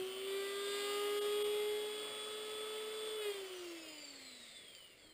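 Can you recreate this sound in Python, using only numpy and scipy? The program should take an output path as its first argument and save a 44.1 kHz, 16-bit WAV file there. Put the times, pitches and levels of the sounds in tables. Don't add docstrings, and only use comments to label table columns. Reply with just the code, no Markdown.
import sys
import numpy as np
from scipy import signal
from scipy.io import wavfile
from scipy.ndimage import uniform_filter1d

SR = 44100
rng = np.random.default_rng(int(sys.argv[2]) if len(sys.argv) > 2 else 0)


def unload_audio(sound):
    columns = np.transpose(np.atleast_2d(sound))
    steps = np.round(np.clip(columns, -1, 1) * 32767)
    wavfile.write(sys.argv[1], SR, steps.astype(np.int16))


def elevation(decibels):
    levels = np.asarray(decibels, float)
    return 10 ** (levels / 20)


N = 226629
PULL_HZ, POWER_OFF_S = 120, 3.17


def read(points, at, log=False):
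    x, *columns = np.transpose(points)
    if log:
        x, at = np.log(x + 1), np.log(at + 1)
    return np.array([np.interp(at, x, column) for column in columns])


def evened(x):
    return x / np.sqrt(np.mean(abs(x) ** 2) + 1e-20)


def drift(hz, step=32):
    count = N // step + 1
    noise = rng.standard_normal((count, 2)) @ [1, 1j]
    r = np.exp(-2 * np.pi * hz * step / SR)
    for _ in range(2):
        noise = signal.lfilter([1 - r], [1, -r], noise)
    return np.repeat(evened(noise), step)[:N]


def dips(t, rows):
    return elevation(sum(db * np.exp(-((t - s) / length * 2) ** 2) for s, length, db in rows))


# (time [s], length [s], noise gain [dB])
GAPS = [
    (1.202, .016, -20),
    (1.435, .009, -24),
]


def bridged(t):
    return dips(t, GAPS)


# (time [s], speed [Hz])
SPEED = [(0.0, 373.7), (0.3, 390.8), (0.62, 401), (1.0, 409.7), (1.5, 417.3), (2.3, 426.8), (3.0, 433.3),
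         (3.155, 431.8), (3.2, 426.5), (3.25, 417.5), (3.33, 402.4), (3.46, 379.5), (3.7, 343),
         (3.85, 318.5), (4.1, 282), (4.5, 228.6), (4.85, 182.8), (5.14, 150.5)]


def shaft_speed(t):
    return read(SPEED, t)[0]


# (frequency [Hz], level [dB])
HUM = [(120, -88), (240, -71)]


def coil_hum(t, powered):
    return sum(elevation(db) * powered * np.sin(2 * np.pi * hz * t) for hz, db in HUM)


# (time [s], level [dB])
IMBALANCE = [(0.0, -40), (0.13, -48), (0.36, -39.5), (0.5, -44), (0.65, -42), (0.88, -42), (1.05, -38),
             (1.45, -36.5), (1.75, -38.5), (2.12, -52.5), (2.4, -47.5), (3.0, -45.5), (3.2, -44),
             (3.5, -49), (4.0, -62.5), (4.42, -67.5), (4.5, -78), (5.14, -91)]
# (time [s],
# length [s], gain [dB])
NULLS = [
    (1.208, 0.011, -3),
    (3.242, 0.022, -4.5),
    (3.283, 0.1, 7.5),
    (3.333, 0.018, -13),
    (3.385, .016, 1.5),
    (3.434, 0.015, 2.5),
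    (3.488, 0.028, -8),
    (3.71, 0.2, 5.5),
]


def imbalance(t):
    return elevation(read(IMBALANCE, t)[0]) * dips(t, NULLS)


# (time [s], level [dB])
SLOTS = [(0.0, -66), (0.12, -52), (0.42, -63), (0.62, -64), (0.9, -57), (1.15, -53), (1.38, -48),
         (1.72, -51.5), (2.22, -47.5), (2.45, -52), (2.62, -48.5), (2.88, -54), (3.02, -50), (3.3, -52.5),
         (3.45, -61), (3.9, -62), (4.1, -74), (4.9, -88)]


def slots(t):
    return elevation(read(SLOTS, t)[0])


# (frequency [Hz], level [dB])
BRUSHES = [(2680, -86), (2800, -65), (3050, -59), (3900, -62), (4600, -55), (5300, -62), (6060, -66),
           (6230, -84)]


def brushes(hz):
    return elevation(read(BRUSHES, hz)[0])


# (time [s], level [dB])
PLAY = [(0.0, -10), (0.2, -10), (0.34, 1), (0.7, 7), (0.9, 12), (1.2, 9.5), (1.5, 4.5), (1.9, 1.5),
        (2.5, 0.3), (3.1, 0), (3.205, 0), (3.22, 9), (3.3, 6.5), (3.42, -5), (3.75, -11), (4.3, -21),
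        (5.14, -25)]
# (resting level [dB], share of the play [ratio])
LOOSE = [(-61, .95), (-67, 1.05), (-65, 1.05), (-66, 1.05), (-72, 1.05), (-66, .7), (-68, .95), (-72, .9)]
# (time [s], length [s], gain [dB])
LOBES = [
    [(0.1, 0.24, 6), (1.78, 0.25, -17), (3.28, 0.19, -7), (3.47, 0.39, -8)],
    [(0.42, .3, 8), (1.68, .3, 6), (3.19, .05, -5), (3.25, .1, 5)],
    [(0.1, .4, 12), (0.5, 0.34, -11), (1.1, .35, 1), (3.19, 0.037, 8)],
    [(0.22, 0.38, 13), (0.68, 0.28, 7), (1.1, 0.29, -9), (3.45, 0.24, 10.5), (3.88, 0.33, 15),
     (4.3, 0.37, 21.5)],
    [(0.58, 0.59, 7), (1.5, .35, -5)],
    [(0.0, 0.21, 16), (0.6, 0.29, -12), (1.75, 0.78, 8.5), (3.25, 0.19, -4), (3.92, 0.55, 13.5)],
    [(0.3, .4, 12), (0.6, .15, -11), (1.12, .3, -15), (1.5, .4, 3), (3.27, .2, 8)],
    [(0.33, .2, 12), (0.7, .25, 8), (1.05, 0.28, -3), (3.93, .3, 22)],
]


def loose_orders(t):
    play_db = read(PLAY, t)[0]
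    return [elevation(db + share * play_db) * dips(t, rows) for (db, share), rows in zip(LOOSE, LOBES)]


THROB_DB = -67.5
# (time [s], length [s], gain [dB])
HARD_PULL = [
    (0.0, 0.27, 1.9),
    (1.1, 2.04, 12.5),
]


def mains_throb(t):
    return elevation(THROB_DB) * dips(t, HARD_PULL)


SHELL_HZ, SHELL_WIDTH_HZ, SHELL_GAIN = 3260, 88, 0.38


def shell_lift(hz):
    return 1 + SHELL_GAIN / (1 + ((hz - SHELL_HZ) / SHELL_WIDTH_HZ) ** 2)


FOLLOWS = [(1, 0), (2, 8), (3, 3), (4, 7), (5, 4), (6, 9), (7, 5), (8, 1), (9, 6), (10, 10), (11, 7),
           (12, 6), (13, 7), (15, 2), (16, 2), (17, 2), (14, 2)]
# (offset from that level [dB], lower, upper mains sideband under the throb [dB])
ORDER_DB = [(-0.52, -9, -11), (-3.1, -23, -26), (0, -12, -23), (3, -16.5, -16), (-0.4, -14.5, -17.5),
            (-0.9, -10, -13), (-0.1, -9, -6.5), (-0.9, -9, -6), (1.6, -7.5, -13), (0.3, -10, -38),
            (-2, -15, -6), (-9, -38, -12.5), (-26, -31, -25), (-19.5, -22, -19), (0, -32, -20),
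            (-11.5, -15, -19), (-14.5, -38, -55)]
BRIDGED_ORDERS = (1, 3, 7, 8, 11)
# (time [s], length [s], gain [dB])
SLOT_PULL = [
    (0.2, .7, 7),
]


def motor(t, flutter=0.05, flutter_hz=45, wander=0.37, wander_hz=2.6, second=0.52, swell=0.24, swell_hz=4,
          slack_hz=270):
    skip, fading, fading_hz = 3, .045, 50
    t = t[::skip]
    speed = shaft_speed(t)
    levels = [imbalance(t), slots(t), np.ones(len(t)), *loose_orders(t)]
    turn = 2 * np.pi * np.cumsum(speed) * skip / SR
    pull = np.exp(2j * np.pi * PULL_HZ * t)
    powered = np.clip((POWER_OFF_S - t) / 0.032 + 1, 0, 1)
    kept = bridged(t)
    gliding = np.clip((t - POWER_OFF_S) / 0.14, 0, 1)
    loose = np.clip(slack_hz / speed, 1, 3) ** 2
    throb = mains_throb(t) * powered * kept
    out = coil_hum(t, powered)
    for (order, column), (db, *side_db) in zip(FOLLOWS, ORDER_DB):
        low, high = [elevation(d) * (np.exp(7j * rng.random()) + wander * drift(wander_hz)[::skip])
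                     for d in side_db]
        shake = 1 + flutter * np.sqrt(order) * loose * kept * drift(flutter_hz)[::skip]
        shake += swell * (column > 2) * drift(swell_hz)[::skip]
        fade = fading * (order - 1) * gliding
        shake = (shake + fade * drift(fading_hz)[::skip]) / np.sqrt(1 + fade ** 2)
        line = levels[column] * elevation(db) * shake * (1 if order in BRIDGED_ORDERS else kept)
        if column == 2:
            line = line * brushes(order * speed)
        lift = [shell_lift(order * speed + k * PULL_HZ) for k in (-1, 1, 2)]
        sides = lift[0] * low / pull + lift[1] * high * pull
        sides = sides + second * lift[2] * abs(high) * pull ** 2
        line = line + throb * sides * (dips(t, SLOT_PULL) if column == 1 else 1)
        out += (line * np.exp(1j * order * turn + 7j * rng.random())).real
    return np.sqrt(2) * signal.resample_poly(out, skip, 1)[:N]


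AIR_EDGES_HZ = (30, 200, 1000, 2600, 5500)
# (frequency [Hz], level at full speed [dB], level when nearly stopped [dB])
HOUSING = [(30, -96.5, -85), (200, -95, -86), (318, -80.5, -81), (573, -74, -80), (818, -85.5, -97),
           (1260, -77, -95), (1670, -83, -100), (2134, -76.5, -86.5), (2510, -80, -91), (3225, -73.5, -84),
           (3930, -83, -78.5), (4890, -80, -77), (5120, -84.5, -82), (6040, -91, -92)]
# (time [s], level [dB])
FLOW = [(0.0, -3), (0.45, 0.5), (0.6, 1), (0.78, 3), (1.2, 2), (1.65, -0.5), (1.8, -0.5), (2.1, 0.1),
        (3.3, 0.2), (3.9, -4.5), (4.5, -4.5), (4.65, -8), (5.14, -16)]
# (level at full speed [dB], share of the air stream [ratio], change when slow [dB])
AIR_LAW = [
    (-82, 0.01, 3),
    (-59, 0.05, -10.5),
    (-58.5, 0.61, -0.5),
    (-55.5, 1.04, -0.9),
]
# (time [s], length [s], gain [dB])
HANDLING = [
    (0.0, 0.075, 14),
    (1.3, 0.13, 6),
    (1.603, 0.44, 8),
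    (2.1, .15, 4),
]


def air(t, patchy_db=1.5, throb=0.1, per_turn=0.13):
    hz = np.fft.rfftfreq(1024, 1 / SR)
    frames = np.arange(N // 256 + 5) * 256 / SR
    fast_db, slow_db = read(HOUSING, hz, log=True)
    fast = np.clip((shaft_speed(frames) - 220) / 190, 0, 1)
    colour_db = np.outer(fast_db, fast) + np.outer(slow_db, 1 - fast)

    bands = list(zip(AIR_EDGES_HZ, AIR_EDGES_HZ[1:]))
    held_db = [10 * np.log10((elevation(colour_db[(hz > a) & (hz < b)]) ** 2).sum(0)) for a, b in bands]
    flow_db = read(FLOW, frames)[0]
    band_db = np.array([db + share * flow_db + slow * (1 - fast) for db, share, slow in AIR_LAW])
    band_db[0] += 20 * np.log10(dips(frames, HANDLING))
    centres_hz = np.mean(bands, 1) + [62, -300, 10, 13]
    lift_db = np.transpose([np.interp(hz, centres_hz, row) for row in (band_db - held_db).T])

    a, b, patches = rng.standard_normal((len(frames), len(hz), 3)).T
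    patches = evened(uniform_filter1d(uniform_filter1d(patches, 8, 0), 14, 1))
    spectrum = (a + 1j * b) * elevation(colour_db + lift_db + patchy_db * patches)
    noise = signal.istft(spectrum, nperseg=1024, noverlap=768)[1][:N]
    turns = np.cumsum(shaft_speed(t)) / SR
    mains = throb * (t < POWER_OFF_S) * np.cos(2 * np.pi * PULL_HZ * t)
    noise *= 1 + mains + per_turn * np.cos(2 * np.pi * turns)
    return elevation(2.5) * bridged(t) * noise


# (time [s], length [s], base [Hz], third partial [dB], fourth partial [dB])
SQUEALS = [
    (4.745, 0.057, 1182, -88, -61),
    (4.963, .22, 1180, -64.5, -69),
]
SLIDE_HZ_PER_S, SQUEAL_RISE, SQUEAL_FALL_S = 900, 0.29, 0.039


def squeals(t):
    out, rough, rough_hz = np.zeros(N), .7, 45
    for s, length, hz, *levels_db in SQUEALS:
        age = np.maximum(t - s, 0)
        rise = np.clip(age / (SQUEAL_RISE * length), 0, 1)
        fall = np.clip((length - age) / SQUEAL_FALL_S, 0, 1)
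        turn = 2 * np.pi * (hz - SLIDE_HZ_PER_S * age / 2) * age
        for multiple, db in zip((3, 4), levels_db):
            partial = (1 + rough * drift(rough_hz)) * np.exp(1j * multiple * turn)
            out += rise * fall * elevation(db) * partial.real
    return out


# (time [s], peak [dB], frequency [Hz], t60 [s])
TICKS = [
    (4.747, -57, 3100, .014),
    (4.7503, -41, 4760, 0.0082),
    (4.75, -43, 2710, 0.0078),
    (4.751, -45, 3650, .005),
    (4.776, -51, 4400, .006),
    (5.05, -66, 316, 0.82),
]


def ticks(t, rise_cycles=0.85):
    out = np.zeros(N)
    for s, db, hz, t60 in TICKS:
        age = np.maximum(t - s, 0)
        rise = 1 - np.exp(-age * hz / rise_cycles)
        out += rise * elevation(db - 60 * age / t60) * np.sin(2 * np.pi * hz * age)
    return out


def workshop(x, t60=0.11):
    taps = np.zeros(SR // 2)
    at = np.arange(100, len(taps) - 20, 20)
    taps[at + rng.integers(0, 20, len(at))] = rng.choice([-1., 1.], len(at))
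    taps *= elevation(-60 * np.arange(len(taps)) / SR / t60)
    return signal.fftconvolve(x, taps / np.linalg.norm(taps))[:N]


ROOM_DB = -25


def scene():
    t = np.arange(N) / SR
    tool = motor(t) + squeals(t) + ticks(t)
    return (tool + elevation(ROOM_DB) * workshop(tool) + air(t))[None]


def top_cut(x):
    return signal.sosfilt(signal.butter(12, 15770, fs=SR, output="sos"), x)


HELD_SR, REPEATS, EDGE_HZ = 12000, 4, 15310


def record(dry):
    slow = signal.resample_poly(dry, HELD_SR, SR, axis=1, window=("kaiser", 8))
    held = np.repeat(slow, REPEATS, axis=1)
    held = signal.resample_poly(held, SR, HELD_SR * REPEATS, axis=1)[:, :N]
    edge = signal.firwin(511, EDGE_HZ, window=("kaiser", 9), fs=SR)
    mix = signal.oaconvolve(held, edge[None], "same")
    return top_cut(mix)


dry = scene()
out = record(dry)
unload_audio(out)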